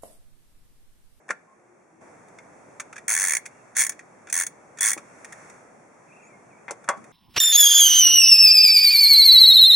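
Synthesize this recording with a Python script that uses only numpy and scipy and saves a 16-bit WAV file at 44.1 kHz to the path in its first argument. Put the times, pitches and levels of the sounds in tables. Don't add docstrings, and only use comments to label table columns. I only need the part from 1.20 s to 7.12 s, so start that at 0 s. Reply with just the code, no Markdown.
import sys
import numpy as np
from scipy import signal
from scipy.fft import rfft, irfft
from scipy.io import wavfile

SR = 44100
rng = np.random.default_rng(int(sys.argv[2]) if len(sys.argv) > 2 else 0)


def digitize_waveform(pressure):
    field = np.atleast_2d(pressure).T
    bounded = np.clip(field, -1, 1)
    quanta = np.round(bounded * 32767).astype(np.int16)
    wavfile.write(sys.argv[1], SR, quanta)


N = 261072


def from_db(db):
    return 10 ** (np.asarray(db) / 20)


def dying(t, t60):
    return from_db(-60 * t / t60)


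def add(track, s, sound):
    at = max(int(s * SR), 0)
    part = sound[..., :N - at]
    track[..., at:at + part.shape[-1]] += part


def colour(x, points, size=16384):
    hz, db = np.transpose(points)
    bin_hz = np.fft.rfftfreq(size, 1 / SR)
    gain_db = np.interp(np.log(bin_hz + 1), np.log(hz), db)
    cepstrum = irfft(np.log(from_db(gain_db)))[:size // 2]
    cepstrum[1:] *= 2
    response = irfft(np.exp(rfft(cepstrum, size)))[:size // 4]
    return signal.oaconvolve(x, np.array(response, ndmin=x.ndim), axes=-1)[..., :N]


def band(x, low_hz, high_hz):
    edges_hz = [low_hz, min(high_hz, SR / 2 - 1)]
    return signal.sosfilt(signal.butter(2, edges_hz, "band", fs=SR, output="sos"), x + 1e-18)


def resonance(x, hz, width_hz):
    return signal.lfilter(*signal.iirpeak(hz, hz / width_hz, fs=SR), x + 1e-18)


def widen(pair, width):
    side = colour(pair[1], width)
    return np.array([pair[0] + side, pair[0] - side])


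def outdoors():
    # hz, level_db
    traffic_colour = [(25, -28), (60, -21.5), (120, -3), (190, -1), (350, -1.5), (720, -1.5), (1200, -10),
                      (2500, -25), (8000, -53.5)]
    # hz, level_db
    air_colour = [(100, -13.5), (500, 0), (1200, 4), (2200, 1.5), (3300, -10.5), (6200, -11), (10000, -15),
                  (15000, -27.5)]
    # time_s, level_db
    swell_points = [(.8, 3), (1.05, .5), (1.5, 1.5), (2.4, -0.5), (3.4, 0), (4.25, 1.5), (4.7, -1),
                    (5.4, -0.5), (5.9, 2)]
    # middle_s, spread_s (standard deviation of the bell shape), level_db
    rustles = [(2.38, 0.14, -55), (3.93, 0.15, -50.5), (4.236, .13, -46), (5.0, .12, -56),
               (5.76, 0.066, -59)]
    # hz, level_db
    far_width = [(60, -18), (150, -10), (400, -4), (1300, -2), (6000, -3), (15000, 1.5)]
    traffic_db, air_db = -39, -53.5
    step_s, step_rise_s, before_step_db = .81, .015, -9.5

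    t = np.arange(N) / SR
    before_step = np.clip((step_s - t) / step_rise_s + .5, 0, 1)
    swell = from_db(np.interp(t, *np.transpose(swell_points)) + before_step_db * before_step)
    rustle = 0
    for middle_s, spread_s, db in rustles:
        rustle = rustle + from_db(db) * np.exp(-.5 * ((t - middle_s) / spread_s) ** 2)
    traffic = from_db(traffic_db) * swell * colour(rng.standard_normal((2, N)), traffic_colour)
    air_level = np.hypot(from_db(air_db) * swell, rustle)
    air = air_level * colour(rng.standard_normal((2, N)), air_colour)
    return widen(traffic + air, far_width)


def chatter(hold_s, fall_t60, tail_db, tail_t60, grain_db=9.5):
    t = np.arange(SR // 8) / SR
    after = np.maximum(t - hold_s, 0)
    shape = np.hypot(dying(after, fall_t60), from_db(tail_db) * dying(after, tail_t60))
    attack = 1 - np.exp(-t / 0.00084)
    grains = from_db(grain_db * np.clip(rng.standard_normal(len(t)), -2, 2))
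    grains /= np.sqrt(np.mean(grains ** 2))
    return rng.standard_normal((2, len(t))) * grains * shape * attack


def knocks(blows, modes, punch, rattle_db, ring_db):
    # hz, level_db
    knock_colour = [(30, -30), (100, -15), (220, -1), (2500, 2), (7000, -1), (10500, -5.5), (14000, -30)]
    out, t = np.zeros((2, N)), np.arange(SR // 3) / SR
    quarter_turn = [[0], [np.pi / 2]]
    for s, db, contact_hz, t60, tick_db in blows:
        force = from_db(rattle_db) * rng.standard_normal((2, len(t))) * dying(t, t60)
        force[0, 0] += punch
        sound = band(force, contact_hz / 1.6, contact_hz * 1.3)
        for k, (hz, mode_db, mode_t60) in enumerate(modes):
            softness = 1 / (1 + (hz / contact_hz / 2) ** 2)
            level = from_db(ring_db + mode_db + rng.normal(0, 2.2, (2, 1)))
            strength = (-1) ** k * softness * level
            sound = sound + strength * np.sin(2 * np.pi * hz * t + quarter_turn) * dying(t, mode_t60)
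        tick = from_db(tick_db) * chatter(hold_s=0.0015, fall_t60=0.019, tail_db=-6.5, tail_t60=0.066)
        add(out, s, from_db(db) * sound)
        add(out, s, from_db(db) * tick)
    return colour(out, knock_colour)


def tool_put_down():
    # start_s, level_db, contact_hz, rattle_t60_s, tick_db
    blows = [(0.082, -39, 900, 0.094, -12), (0.090, -26.5, 1850, 0.096, -16), (0.101, -21, 624, 0.067, -15),
             (0.106, -11.5, 1920, 0.039, -16.5)]
    # pitch_hz, level_db, t60_s
    modes = [(190, -30, .12), (300, -27, .1), (495, -24, .12), (630, -26, .1), (750, -26, .1),
             (890, -30, .15), (1390, -11, .08), (1560, -14, .07), (1830, -21, .12), (2385, -17, .045),
             (3200, -17, .03)]
    return knocks(blows, modes, punch=7.0, rattle_db=2.5, ring_db=-4.5)


def whistle(length_s, bend, trill_hz, waver=0.012, flutter_db=3.5):
    trill_rate_hz, fade_s = 23.06, .014
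    t = np.arange(0, length_s, 1 / SR)
    knots = np.linspace(0, length_s, 24)
    wobble, flutter = (np.interp(t, knots, rng.standard_normal(len(knots))) for _ in range(2))
    arc_hz = np.polyval(np.polyfit([0, .5, 1], bend, 2), t / length_s)
    hz = arc_hz + trill_hz * np.sin(2 * np.pi * trill_rate_hz * t)
    phase = 2 * np.pi * np.cumsum(hz * (1 + waver * wobble)) / SR
    fade = np.clip(np.minimum(t, length_s - t) / fade_s, 0, 1)
    return fade * from_db(flutter_db * flutter) * np.sin(phase)


def birds():
    # start_s, length_s, start_hz, middle_hz, end_hz, trill_depth_hz, level_db
    calls = [(2.30, .13, 2500, 2800, 2450, 0, -64.5), (4.88, .185, 2400, 2580, 2400, 160.5, -54),
             (5.06, .115, 2650, 2280, 2050, 29, -58), (5.02, .075, 7200, 6700, 8000, 0, -62.5),
             (5.295, .105, 2780, 2240, 2650, 21, -58)]
    # start_s, length_s, pitch_hz, level_db
    coos = [(.27, 0.073, 1072, -59), (0.348, 0.23, 354.5, -62), (0.718, .08, 328.5, -56.5)]
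    out = np.zeros(N)
    for s, length_s, start_hz, middle_hz, end_hz, trill_hz, db in calls:
        add(out, s, from_db(db) * whistle(length_s, [start_hz, middle_hz, end_hz], trill_hz))
    for s, length_s, hz, db in coos:
        add(out, s, from_db(db) * whistle(length_s, [hz, hz, hz], 0))
    return out


def steel_body(contacts, direct_colour, modes):
    ringing = sum(from_db(db) * resonance(contacts, hz, width_hz) for hz, width_hz, db in modes)
    return colour(contacts, direct_colour) + ringing


def clinks():
    # start_s, level_db, treble_db, ring_hz, grazes (count before the touch)
    touches = [(1.082, -53, -2, 2000, 0), (1.185, -38, -32, 2170, 0), (1.598, -22.5, -5, 1480, 0),
               (1.727, -33.5, -28, 1470, 0), (1.762, -31.5, -18.5, 1750, 1), (1.779, -32, -11, 1900, 0),
               (2.259, -34, 2.5, 2240, 1), (2.559, -32.5, 2.5, 1880, 2), (2.719, -36.5, -1, 1820, 0),
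               (2.791, -33.5, -18, 1920, 0), (3.070, -38, -15.5, 1630, 0), (3.086, -42, -17, 1510, 1),
               (3.098, -39.5, 12, 1900, 0), (3.572, -41, -3.5, 1840, 0), (3.585, -34, .5, 1770, 0),
               (3.776, -27, -10, 1325, 0), (4.045, -35.5, 1, 1860, 0), (4.123, -36, -1.5, 1850, 0),
               (4.297, -48.5, 4, 1810, 0), (5.640, -43, -9.5, 1570, 0), (5.772, -45.5, -14, 1980, 0),
               (5.840, -46, -4, 1820, 0)]
    # hz, level_db
    socket_colour = [(100, -24.5), (800, -23), (1500, 2.5), (2400, -2), (6500, -4), (10000, -8.5),
                     (15000, -13.5)]
    # pitch_hz, width_hz, level_db
    socket_modes = [(2400, 230, 3.5), (3530, 59, 0.5), (6460, 67, 0), (6568, 41, -12.5), (9030, 160, -6.5)]
    graze_s, graze_loss_db = 0.0043, 5
    treble_split = signal.butter(1, 2600, fs=SR, output="sos")

    contacts, rings = np.zeros((2, 2, N))
    for s, db, treble_db, hz, grazes in touches:
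        for early in range(round(grazes) + 1):
            when = s - early * graze_s
            force = from_db(db - early * graze_loss_db)
            touch = force * chatter(hold_s=0.0043, fall_t60=0.035, tail_db=-6.5, tail_t60=0.075)
            dull = signal.sosfilt(treble_split, touch)
            add(contacts, when, dull + from_db(treble_db) * (touch - dull))
            add(rings, when, resonance(touch, hz, width_hz=126))
    return steel_body(contacts, socket_colour, socket_modes) + from_db(9.0) * rings


def tooth_gaps(count, start_drag, end_drag, braking_teeth):
    speed_up_teeth = 2
    k = np.arange(count - 1)
    speeding_up = start_drag * np.exp(-k / speed_up_teeth)
    braking = end_drag * np.exp(-k[::-1] / braking_teeth)
    return 1 + speeding_up + braking


def pawl():
    # start_s, end_s, teeth (count),
    # start_drag and end_drag (extra spacing of first and last teeth, ratio), braking_teeth (count),
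    # first_snap_db, level_at_speed_db, slow_loss_db
    pushes = [(1.880, 1.949, 8, 0.31, .45, 0.58, -17, -17.5, -1),
              (1.963, 2.167, 18, .2, 0.81, 4.04, -19, -17.5, -1),
              (2.566, 2.693, 13, 0.53, 3.6, 1.51, -14.5, -12, 9),
              (3.126, 3.265, 11, .25, 1.9, .5, -15.5, -17, 6),
              (3.607, 3.731, 13, 0.27, 0.82, 0.96, -15, -14.5, 6)]
    # pitch_hz, width_hz, level_db
    grips = [(1985, 220, 5), (2010, 195, 6), (1950, 117, -4), (1693, 310, -7), (1650, 530, -16)]
    # hz, level_db
    click_colour = [(30, -15), (400, -35), (900, -25.5), (1400, -6.5), (1900, 1), (3000, -4.5),
                    (6000, -3.5), (10000, -0.5), (15000, 2.5)]
    # pitch_hz, width_hz, level_db
    wrench_modes = [(1130, 50, -2), (1785, 45, 9), (1955, 40, 6), (2150, 45, 4), (2245, 45, 3),
                    (3420, 40, 2), (4430, 250, -3), (6215, 60, 2), (6325, 45, 3), (6670, 80, 4),
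                    (6960, 50, 0), (8855, 110, 6), (9277, 30, 2), (9656, 40, 2), (10320, 70, 2)]

    contacts, rings = np.zeros((2, 2, N))
    for push, (grip_hz, width_hz, grip_db) in zip(pushes, grips):
        start, end, teeth, start_drag, end_drag, braking_teeth, first_db, db, slow_loss_db = push
        gaps = tooth_gaps(round(teeth), start_drag, end_drag, braking_teeth)
        times = start + (end - start) * np.append(0, np.cumsum(gaps)) / gaps.sum()
        speed = 1 / np.append(gaps, gaps[-1])
        levels = db - slow_loss_db * (1 - speed ** 2)
        levels[0] = first_db
        for when, level_db in zip(times, levels):
            force = from_db(level_db + rng.uniform(-1.3, 1))
            snap = force * chatter(hold_s=.003, fall_t60=.015, tail_db=-12, tail_t60=.075, grain_db=3.5)
            add(contacts, when, snap)
            ring_hz = grip_hz * (1 + rng.normal(0, 0.11))
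            add(rings, when, from_db(grip_db) * resonance(snap, ring_hz, width_hz))
    return from_db(0.05) * (steel_body(contacts, click_colour, wrench_modes) + rings)


def pings():
    # start_s, pitch_hz, level_db, t60_s
    handle_rings = [(3.591, 3400, -33, 0.17), (3.630, 3435, -12.5, .06)]
    out, t = np.zeros(N), np.arange(SR // 4) / SR
    attack = 1 - np.exp(-t / 0.0053)
    for s, hz, db, t60 in handle_rings:
        add(out, s, from_db(db) * np.sin(2 * np.pi * hz * t) * dying(t, t60) * attack)
    return out


def caliper_knocks():
    # start_s, level_db, contact_hz, rattle_t60_s, tick_db
    blows = [(3.765, -27, 490, 0.05, -37), (3.772, -30, 200, 0.11, -29), (5.481, -28, 1845, 0.078, -37),
             (5.496, -27.5, 1076, 0.055, -39), (5.508, -24.5, 613, 0.13, 0.5), (5.678, -29, 1410, .06, -30),
             (5.686, -36, 1300, 0.052, -21), (5.688, -11, 1500, 0.065, -6), (5.697, -17, 910, 0.17, -33),
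             (5.712, -35, 1410, 0.14, -21), (5.77, -31.5, 232, 0.34, -22)]
    # pitch_hz, level_db, t60_s
    modes = [(572, -17, 0.15), (680, -42, 0.083), (789, -15.5, 0.11), (956, -17.5, 0.15),
             (1118, -18.5, 0.22), (1347, -27, 0.21), (1497, -28, 0.12), (1660, -38, .06), (2076, -18, 0.14),
             (3373, -21, 0.13)]
    return knocks(blows, modes, punch=5.5, rattle_db=7.0, ring_db=0.0)


def garage(x):
    # centre_hz, t60_s, level_db
    echo_bands = [(249.6, 0.63, -16), (853, 0.14, -20), (2200, 0.36, -20.5), (7580, 0.32, -30.5)]
    t = np.arange(SR // 2) / SR
    echo = 0
    for hz, t60, db in echo_bands:
        shape = dying(t, t60) * (1 - np.exp(-t / .008))
        shape /= np.linalg.norm(shape)
        echo = echo + from_db(db) * band(rng.standard_normal((2, len(t))), hz / 2, hz * 2) * shape
    return signal.fftconvolve(x[None], echo, axes=1)[:, :N]


def scene():
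    # hz, level_db
    close_width = [(60, 2.5), (400, -7), (700, -16), (1300, -10), (2400, -12), (4400, -9.5), (8100, -3.5),
                   (15000, 2.5)]
    ratchet_balance = from_db(np.array([[-.3], [.3]]))
    knock_balance = from_db(np.array([[.9], [-.9]]))

    ratchet = widen(pawl() + clinks(), close_width) * ratchet_balance + pings()
    struck = widen(tool_put_down() + caliper_knocks(), close_width) * knock_balance
    work = ratchet + struck
    song = birds()
    echo = garage(work.mean(axis=0) + from_db(15.5) * song)
    return work + from_db(-1) * song + echo + outdoors()


def record(dry):
    # hz, level_db; scooped presence, very little around 13 kHz
    overall_tone = [(2300, 0.5), (2650, -3.5), (2900, -11), (3400, -6), (4000, -11), (4500, -8.5),
                    (5100, -5.5), (5700, 3), (6500, 4.5), (10400, 2), (11400, -12.5), (12400, -38.5),
                    (13400, -42.5), (14500, -9.5)]
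    # centre_hz, width_hz
    dips = [(3010, 200), (3990, 220), (5020, 200)]
    cutoff_hz = 15900
    x = colour(dry, overall_tone)
    for hz, width_hz in dips:
        edges_hz = [hz - width_hz / 2, hz + width_hz / 2]
        x = signal.sosfilt(signal.butter(2, edges_hz, "bandstop", fs=SR, output="sos"), x)
    return signal.sosfilt(signal.ellip(10, .5, 80, cutoff_hz, fs=SR, output="sos"), x)


dry = scene()
out = record(dry)
digitize_waveform(out)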